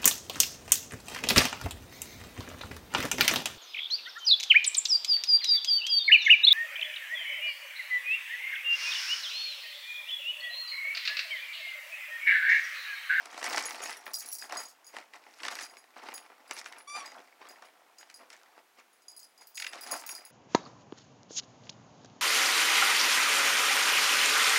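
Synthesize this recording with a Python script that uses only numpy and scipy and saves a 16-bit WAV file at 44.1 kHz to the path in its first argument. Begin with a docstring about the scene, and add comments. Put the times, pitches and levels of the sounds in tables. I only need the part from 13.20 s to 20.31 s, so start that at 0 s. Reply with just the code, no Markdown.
"""A dog bites and drags a foil gift bag over a carpet, a few steps from the microphone, in a small furnished room.
From the start the foil rustles with each tug and its folds snap: bursts of filtered noise. Soon two metal tags on
the collar jingle: decaying sines restarted at each contact. A claw scrapes the foil near 1.9 s, a toy inside
squeaks once near 3.7 s on a stack of harmonics, and more scrapes come near 6.4 s. Noise tails give the room's
answer, and a faint steady noise of room and microphone lies underneath."""
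import sys
import numpy as np
from scipy import signal
from scipy.fft import rfft, irfft
from scipy.io import wavfile
from scipy.ndimage import uniform_filter1d, map_coordinates

SR = 44100
rng = np.random.default_rng(int(sys.argv[2]) if len(sys.argv) > 2 else 0)


def how_loud(loudness_db):
    """Turn decibels into a plain amplitude multiplier (0 dB gives 1, 20 dB gives 10)."""
    steps = np.asarray(loudness_db, float) / 20
    return 10 ** steps


def digitize_waveform(pressure):
    """Quantize a signal to 16-bit integers and store it at the path in sys.argv[1].

    Rows of a 2-D input are taken as channels; values are limited to [-1, 1].
    """
    field = np.atleast_2d(pressure).T
    bounded = np.clip(field, -1, 1)
    quanta = np.round(bounded * 32767).astype(np.int16)
    wavfile.write(sys.argv[1], SR, quanta)


N = 313551
TIME = np.arange(N) / SR

# Spectrum of the air inside the bag: (frequency [Hz], level [dB])
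HOLLOW = [(60, -72), (150, -34), (260, -12), (500, -9), (760, -1.5), (1100, -5.5), (1500, -9.5),
          (3000, -43.5)]
# Spectrum of the buckling foil panels: (frequency [Hz], level [dB])
CRINKLE = [(300, -64), (800, -25.5), (1200, -5.5), (1500, -4.5), (1950, -0.5), (2600, -5), (3400, -11),
           (5500, -14.5), (9000, -62.5)]
# Spectrum of the sharp creases: (frequency [Hz], level [dB])
CRACKLE = [(800, -55), (2400, -33.5), (3800, -2), (5500, 3), (8000, -3.5), (10500, -9.5), (13000, -17),
           (16000, -28)]


def unit(x):
    """Scale to rms 1."""
    return x / np.sqrt(np.mean(x ** 2) + 1e-20)


def along(points, hz):
    """Read (frequency [Hz], value) points on a log frequency axis."""
    f, v = np.transpose(points)
    return np.interp(np.log(hz + 1), np.log(f + 1), v)


def wobble(rate):
    """Draw a smooth random curve with rate knots a second."""
    return map_coordinates(rng.standard_normal(N // 64), [TIME * rate])


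def coloured(x, spectrum):
    """Filter x causally (minimum phase) to this spectrum, keeping the rms of white noise."""
    cepstrum = irfft(np.log(how_loud(along(spectrum, np.fft.rfftfreq(4096, 1 / SR)))))
    # Folding the cepstrum onto positive times makes the filter causal
    cepstrum[1:2048] *= 2
    cepstrum[2049:] = 0
    response = irfft(np.exp(rfft(cepstrum)))
    return signal.fftconvolve(x, response / np.linalg.norm(response))[:N]


def fading(x, t60):
    """Turn every impulse in x into an envelope that sinks 60 dB in t60 seconds."""
    return signal.lfilter([1], [1, -how_loud(-60 / (t60 * SR))], x)


def creases(rate, spread_db, clump):
    """Moments when a crease gives way: clumped in time, a few much larger than the rest."""
    chance, size = rng.random((2, N))
    happens = chance < rate / SR * np.exp(clump * wobble(35))
    return happens * how_loud(-spread_db * np.log(size + 0.003))


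def effort():
    """Gain of each part of the bag: every tug swells and sinks, and the tugs add up in power."""
    # Bites and tugs: (time of most effort [s], time to swell by 20 dB [s], time to sink by 20 dB [s],
    # effort [dB], brightness [dB])
    tugs = [(.03, .2, .3, -54, -1), (.15, .1, .1, -53, .1), (.25, .075, .12, -40, 1),
            (.31, .1, .1, -46, -4), (.39, .25, .16, -39, 3), (.5, .2, .3, -47, 2), (.63, .2, .3, -48, 1),
            (.722, .2, .055, -44, 5), (.874, .03, .12, -50, -3), (1.023, .03, .2, -53, 6),
            (1.247, .05, .03, -50, .1), (1.348, .07, .1, -43, -4), (1.4, .05, .1, -50, 5),
            (1.772, .07, .08, -48, -1), (1.947, .025, .05, -51, -1), (2.05, .15, .15, -64, -4),
            (2.245, .06, .14, -44, 1), (2.32, .05, .15, -47, 1.5), (2.44, .3, .04, -46, 9),
            (2.55, .15, .1, -62, -3), (2.769, .02, .4, -55, -5), (2.893, .2, .2, -52, -2),
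            (3.1, .03, .1, -65, -6), (3.22, .2, .2, -68, .1), (3.319, .04, .08, -49, 1),
            (3.392, .07, .04, -44, 7), (3.465, .03, .04, -49, 5), (3.6, .5, .06, -57, -3),
            (3.77, .05, .3, -48, -1), (3.99, .25, .05, -60, -10), (4.215, .025, .3, -56, -4),
            (4.3, .1, .2, -63, 3), (4.465, .1, .04, -57, -1), (4.789, .025, .12, -58, 7),
            (4.914, .08, .06, -61, 9), (5.014, .04, .06, -58, -8), (5.115, .025, .17, -55, 6),
            (5.28, .2, .15, -70, -5), (5.38, .07, .035, -59, -2), (5.588, .025, .04, -55, .1),
            (6.21, .025, .06, -59, -2), (6.43, .09, .3, -66, -11), (6.535, .025, .3, -50, 2),
            (6.7, .12, .15, -48, 3), (6.745, .08, .04, -44, -8), (6.909, .3, .3, -54, 2)]
    # Faint rustle between tugs: (time [s], level [dB])
    nosing = [(0, -70), (2.7, -76), (4.6, -72), (5.5, -80), (7.11, -84)]
    # Hollow, crinkle, crackle: (level [dB], slope with brightness [dB/dB], slope with effort [dB/dB])
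    parts = [(.1, -.9, 1), (.1, .01, 1), (-7, .5, 1.35)]
    usual_tug_db = -52  # effort is counted from here
    nosing_bright_db = -5
    t = TIME[::64]
    s, swell, sink, db, bright_db = np.transpose(tugs)[:, :, None]
    slope_db = 20 * np.where(t < s, (s - t) / swell, (t - s) / sink)
    nosing_db = np.interp(t, *np.transpose(nosing))
    gains = []
    for part_db, per_bright, per_effort in parts:
        peak_db = usual_tug_db + per_effort * (db - usual_tug_db) + per_bright * bright_db
        tug_power = np.sum(how_loud(peak_db - slope_db) ** 2, axis=0)
        nosing_power = how_loud(nosing_db + per_bright * nosing_bright_db) ** 2
        gains.append(how_loud(part_db) * np.interp(TIME, t, np.sqrt(tug_power + nosing_power)))
    return gains


def patchy(depth_db):
    """Noise whose colour changes every few ms, as each crease has its own size."""
    z = signal.stft(rng.standard_normal(N), nperseg=256)[2]
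    field = uniform_filter1d(rng.standard_normal(z.shape), size=4, axis=0)  # smooth over frequency
    field = uniform_filter1d(field, size=2, axis=1)  # smooth over time
    return unit(signal.istft(z * how_loud(depth_db * unit(field)), nperseg=256)[1][:N])


def rustle():
    """Each crease is a burst of a few ms; many shake all three parts of the bag, others only one."""
    shared = creases(330, 4.7, 0.8)
    # (spectrum, burst t60 [s], steady rubbing beside bursts of rms 1)
    parts = [(HOLLOW, 0.024, 0.6), (CRINKLE, 0.011, 0.35), (CRACKLE, 0.004, 0.28)]
    out = 0
    for (spectrum, t60, rub), gain in zip(parts, effort()):
        own = creases(420, 4.8, 0.9)
        bursts = unit(fading(shared + 0.74 * own, t60)) + rub
        # The pull on the bag sets the energy spent: level the bursts over 50 ms, then apply the gain
        pull = np.sqrt(np.abs(uniform_filter1d(bursts ** 2, size=SR // 20)))
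        out = out + gain * coloured(bursts / pull * patchy(3.43), spectrum)
    return out


def snaps():
    """A big fold cracks and dies, its hollow part last; a claw scrape swells and fades."""
    # Single loud folds: (time [s], crinkle peak [dB], hollow re crinkle [dB], crackle re crinkle [dB])
    folds = [(.0558, -37, -13, 3.5), (.128, -42, -3, -4), (.143, -39, -2, -10), (.177, -34, -2, -2),
             (.2145, -35, -8, -9), (.2274, -28, -10, -8), (.2416, -29, -6, 3), (.278, -29, -8, -8),
             (.329, -28, -4, -3), (.3446, -27, 1, -12), (.3727, -22, -4, -9), (.3789, -22, -8, -3),
             (.4064, -30, -25, -10), (.482, -34, -8, -12), (.507, -32, -7, 1), (.545, -37, -3, -4),
             (.602, -35, -1, -8), (.6572, -31, -7, -6), (.694, -30, -20, -4), (.8653, -31, -10, -18),
             (1.2227, -36.5, -13, -14), (1.296, -39, -3, -5), (1.3227, -32.5, -1.5, .1),
             (1.7656, -34, .1, -5), (2.065, -48, -2, -20), (2.2019, -38, -19, -13), (2.2329, -29, -11, -9),
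             (2.2506, -26, -15, -16), (2.2648, -30.5, -10, -14), (2.2822, -20.5, -18, -10),
             (2.388, -29.5, -30, -11), (2.569, -41.5, -11, -2), (2.64, -50, -4, -8),
             (2.8861, -33.5, -1, -10), (2.9786, -41, -12, 4), (3.062, -48, -11, -25), (3.1006, -52, 7, -20),
             (3.3097, -28, -5.5, 1), (3.459, -31.5, -23, -11), (3.5237, -39.5, -21, -1),
             (3.697, -48, -10, 1), (3.751, -39, -5, -5), (3.7625, -37, -8, -5), (4.2138, -42, -1, -25),
             (4.422, -42, 1, -10), (4.8285, -43, -9.5, -21), (4.899, -43, -12, .5), (5.1018, -41.5, -27, 2),
             (5.1302, -46, -14, -2), (6.5323, -32, -8, -10), (6.672, -44, -10, 8), (6.82, -42, -1, -12),
             (6.836, -41, -1, -12), (6.876, -46, -10, 6), (6.892, -34, -15, -20)]
    # A claw skips over the foil: (time [s], level [dB])
    scrapes = [(1.935, -48), (6.374, -35), (6.398, -36), (6.421, -33.5), (6.443, -35), (6.465, -33.5)]
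    # Spectrum of a claw on tight foil: (frequency [Hz], level [dB])
    claw = [(300, -60), (1100, -18), (1700, .5), (2600, 1), (6000, -9.5), (12000, -28)]
    scrape_s = 0.0095
    t = np.arange(SR // 16) / SR
    drive = np.zeros((4, N + len(t)))  # hollow, crinkle, crackle, claw
    decay_s = np.array([[0.006], [0.004], [0.0025]])
    crack = (1 - np.exp(-t / 0.00045)) * np.exp(-(t / decay_s) ** 1.5)
    for s, db, hollow_db, crackle_db in folds:
        rms_db = db - 3.0  # a noisy burst peaks above its rms
        part_db = rms_db + np.array([[hollow_db], [0], [crackle_db]])
        drive[:3, round(s * SR):][:, :len(t)] += how_loud(part_db) * crack
    scrape = np.sin(np.pi * np.clip(t / scrape_s, 0, 1) ** 0.55)
    for s, db in scrapes:
        drive[3, round(s * SR):][:len(t)] += how_loud(db) * scrape
    drive = drive[:, :N] * rng.standard_normal((4, N))
    return sum(coloured(d, spectrum) for d, spectrum in zip(drive, (HOLLOW, CRINKLE, CRACKLE, claw)))


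def tag(families, hits, flutter_db, tick_db, links_db, rattle_db):
    """A contact stops the old ring and starts a new one; the swinging tag flutters and the collar links rattle."""
    hits = np.array(hits)
    last = np.clip(np.searchsorted(hits[:, 0], TIME) - 1, 0, None)  # latest contact at each sample
    age = TIME - hits[last, 0]

    def ring(hz, db, t60):
        """One mode, restarted at every contact; no two contacts land alike."""
        luck = rng.standard_normal((len(hits), 2))[last]
        # The first moments lose most, while the tags still touch
        bite_db = 3.0 * np.exp(-np.abs(age) / 0.014)
        swing_db = flutter_db * (0.3 * wobble(50) + 0.95 * wobble(140))
        level_db = db + 1.2 * luck[:, 0] + bite_db - 60 * np.abs(age) / t60 + swing_db
        level = uniform_filter1d(how_loud(level_db) * (age > 0), size=12)
        phase = 2 * np.pi * hz * age + 9 * luck[:, 1] + 0.7 * wobble(120)
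        return level * np.sin(phase)

    out = np.zeros(N)
    for k, modes in enumerate(families):
        for hz, db, t60 in modes:
            out = out + ring(hz, hits[last, 1 + k] + db, t60)
    force_db = hits[:, 1:].max(axis=1)
    link_hz = rng.uniform(4000, 16000, size=(len(hits), 5))  # each jolt finds other links of the collar
    for hz in link_hz.T:
        out = out + ring(hz[last], force_db[last] + links_db, 0.04)
    # Small tags give no bass
    out = signal.sosfilt(signal.butter(2, 2500, 'high', fs=SR, output='sos'), out)

    strikes = np.zeros(N)
    strikes[np.round(hits[:, 0] * SR).astype(int)] = how_loud(force_db)
    tick = fading(strikes, 0.0023)
    rattle = fading(strikes, 0.23) * unit(fading(creases(280, 2.3, 0.6), 0.01))
    clatter = (how_loud(tick_db) * tick + how_loud(rattle_db) * rattle) * rng.standard_normal(N)
    return out + coloured(clatter, [(2500, -53), (4500, 8.5), (10000, 3.5), (16000, -5)])


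def jingle():
    """Two metal tags ring in families of modes; where a contact lands sets the drive of each family."""
    # Modes of each tag, grouped in families: (frequency [Hz], level [dB], t60 [s])
    round_tag = [
        [(4900, -2, .22), (4945, -4, .22), (7870, -13, .15)],
        [(6700, 1, .18), (6660, -4, .18)],
        [(10440, 0, .25), (10400, -5, .25), (11280, -14, .2)],
        [(13765, -1, .3), (15712, -1, .22)],
    ]
    small_tag = [
        [(5675, 1, .15), (8785, -5, .15), (12400, -5, .15)],
        [(10820, 0, .15), (10700, -5, .12)],
        [(14190, -2, .14), (14375, 0, .14), (15170, 1, .15)],
    ]
    # Contacts of the round tag: (time [s], level of family 0, 1, 2, 3 [dB])
    round_hits = [(.285, -80, -80, -66, -55), (.455, -51, -40, -42, -69), (.493, -50, -69, -57, -61),
                  (.622, -60, -52, -50, -74), (.638, -53, -40, -55, -69), (.676, -49, -63, -71, -80),
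                  (.702, -62, -80, -54, -67), (.858, -64, -66, -57, -62), (.942, -36.5, -45, -53, -49),
                  (.958, -39.5, -50, -49, -50), (.987, -49, -48, -61, -63), (1.017, -56, -55, -55, -64),
                  (1.06, -56.5, -58, -51, -75), (1.125, -51, -75, -47, -45), (1.151, -53, -54, -55, -51),
                  (1.185, -44, -59, -54, -63), (1.216, -46, -52, -53, -64), (1.37, -38, -39.5, -46, -61),
                  (1.398, -46, -47, -47, -57), (1.434, -49, -64, -58, -63), (1.453, -52, -50.5, -64, -67),
                  (1.645, -62, -62, -66, -80), (1.667, -54, -54, -64, -66), (2.31, -51, -63, -55, -80),
                  (2.329, -53, -57, -60, -80), (2.417, -50, -56, -55, -80), (2.428, -46, -54, -57, -70),
                  (2.497, -60, -64, -62, -75), (2.577, -59, -63, -63, -80), (2.94, -46.5, -46.5, -45, -58),
                  (3.278, -59, -80, -66, -80), (3.333, -64, -80, -55, -67), (3.473, -80, -80, -63, -80),
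                  (3.584, -62, -72, -57, -80), (3.859, -48, -58, -74, -80), (4.288, -51, -62, -61, -66),
                  (4.45, -70, -80, -67, -80), (4.785, -55, -52.5, -68, -80), (4.942, -52, -64, -55, -80),
                  (5.73, -72, -74, -70, -80), (5.82, -67, -74, -72, -80), (5.883, -50, -53, -59, -80),
                  (5.919, -57, -69, -66, -80), (5.965, -51, -61, -50, -62), (5.993, -54, -59, -64, -60),
                  (6.03, -55, -72, -59, -80), (6.178, -59, -67, -71, -80), (6.21, -57.5, -57, -63, -80),
                  (6.271, -58, -70, -66, -62), (6.346, -60, -59, -56, -62), (6.355, -48, -51, -52, -64),
                  (6.372, -45, -43, -56, -71), (6.4, -46, -52, -53, -68), (6.476, -48, -68, -55, -80),
                  (6.61, -49, -80, -50, -56), (6.635, -47, -64, -52, -68), (6.672, -57, -55, -53, -80),
                  (6.713, -37, -38, -37, -50), (6.74, -43.5, -53, -47, -59), (6.765, -49, -54, -54, -63),
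                  (6.864, -55, -50.5, -54, -48), (6.89, -57, -48, -46, -63), (6.907, -48, -51, -46.5, -59),
                  (6.951, -46, -56.5, -50, -59), (7.051, -55, -61, -52.5, -59)]
    # Contacts of the small tag: (time [s], level of family 0, 1, 2 [dB])
    small_hits = [(.493, -80, -54, -62), (.523, -56, -66, -60), (.769, -54, -55, -80),
                  (.858, -68, -80, -60), (.935, -43, -49, -47), (.95, -46, -42, -80), (.987, -58, -48, -46),
                  (1.06, -58, -55, -80), (1.077, -53, -52, -55), (1.088, -54, -41, -66),
                  (1.117, -50, -46, -51), (1.127, -45, -41, -49), (1.151, -51, -44.5, -72),
                  (1.185, -53, -61, -62), (2.352, -56, -67, -80), (2.94, -80, -63, -56),
                  (6.271, -68, -70, -57), (6.627, -59, -63, -57), (6.713, -60, -41, -49),
                  (6.864, -54, -52, -50), (6.89, -51, -44.5, -55), (6.914, -48, -51, -61)]
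    large = tag(round_tag, round_hits, flutter_db=2.6, tick_db=5, links_db=-17, rattle_db=-9)
    small = tag(small_tag, small_hits, flutter_db=3, tick_db=5, links_db=-14, rattle_db=-8)
    return large + small


def squeaker():
    """Air forced past the toy's reed: a clean stack of overtones, the even ones growing with pitch."""
    # Course of the squeak: (time [s], reed pitch [Hz], level [dB], gain of overtones above the 4th [dB])
    squeak = [(3.672, 1112, -56, -12), (3.678, 1152, -46.5, 3), (3.702, 1160, -43.5, 1),
              (3.74, 1182, -45, -2), (3.765, 1207, -45.5, -2), (3.788, 1180, -49, 4),
              (3.81, 1135, -47.5, 5), (3.845, 1100, -56, -24)]
    # Overtones of the reed: (multiple of the pitch, level [dB])
    reed = [(1, -0.5), (2, -5.5), (3, -13.5), (4, -8), (5, -8.5), (6, -16.5), (7, -23), (8, -15), (9, -17)]
    even_from_hz, even_db_per_hz = 1172, 0.22  # a harder squeeze raises the pitch and the even overtones
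    s, *columns = np.transpose(squeak)
    hz, db, upper_db = [np.interp(TIME, s, column) for column in columns]
    even_db = even_db_per_hz * np.clip(hz - even_from_hz, -20, None)
    phase = 2 * np.pi * np.cumsum(hz * (1 + 0.003 * wobble(120))) / SR
    stack = 0
    for k, level_db in reed:
        overtone_db = level_db + even_db * (k % 2 == 0) + upper_db * (k > 4) + 2.1 * wobble(90)
        stack = stack + how_loud(overtone_db) * np.sin(k * phase)
    gate = (TIME > s[0]) & (TIME < s[-1])
    return np.sqrt(2) * how_loud(db) * uniform_filter1d(1. * gate, size=200) * stack


def room(x):
    """Each frequency of the room's answer dies at its own speed, in a noise tail starting 200 samples late."""
    # Reverberation: (frequency [Hz], t60 [s])
    decay = [(200, 0.35), (2000, 0.21), (10000, 0.057)]
    hz, t, z = signal.stft(rng.standard_normal(SR // 2), SR, nperseg=256)
    tail = signal.istft(z * how_loud(-60 * t / along(decay, hz)[:, None]), SR, nperseg=256)[1]
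    return signal.fftconvolve(np.pad(x, (200, 0)), tail / np.linalg.norm(tail))[:N]


def hush():
    """Room tone and microphone hiss: steady coloured noise at -67 dB rms."""
    # Spectrum of the hush: (frequency [Hz], level [dB])
    spectrum = [(20, -24), (100, -23), (300, -3.5), (700, 1.5), (2000, -3), (4500, -9), (9000, -13),
                (15900, -14.5), (16500, -42)]
    return how_loud(-67) * coloured(rng.standard_normal(N), spectrum)


def scene():
    """Bag, tags and toy in the room, over the room tone."""
    bag = rustle() + snaps()
    tags_and_toy = jingle() + squeaker()
    answer = how_loud(-13) * room(bag) + how_loud(-10.5) * room(tags_and_toy)
    return (bag + tags_and_toy + answer + hush())[None]


def low_pass(x):
    """Removes everything above the highest recorded frequency."""
    return signal.sosfilt(signal.butter(12, 16830, fs=SR, output="sos"), x)


def record(dry):
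    """The phone stores the finished mix."""
    return low_pass(dry)


dry = scene()
out = record(dry)
digitize_waveform(out)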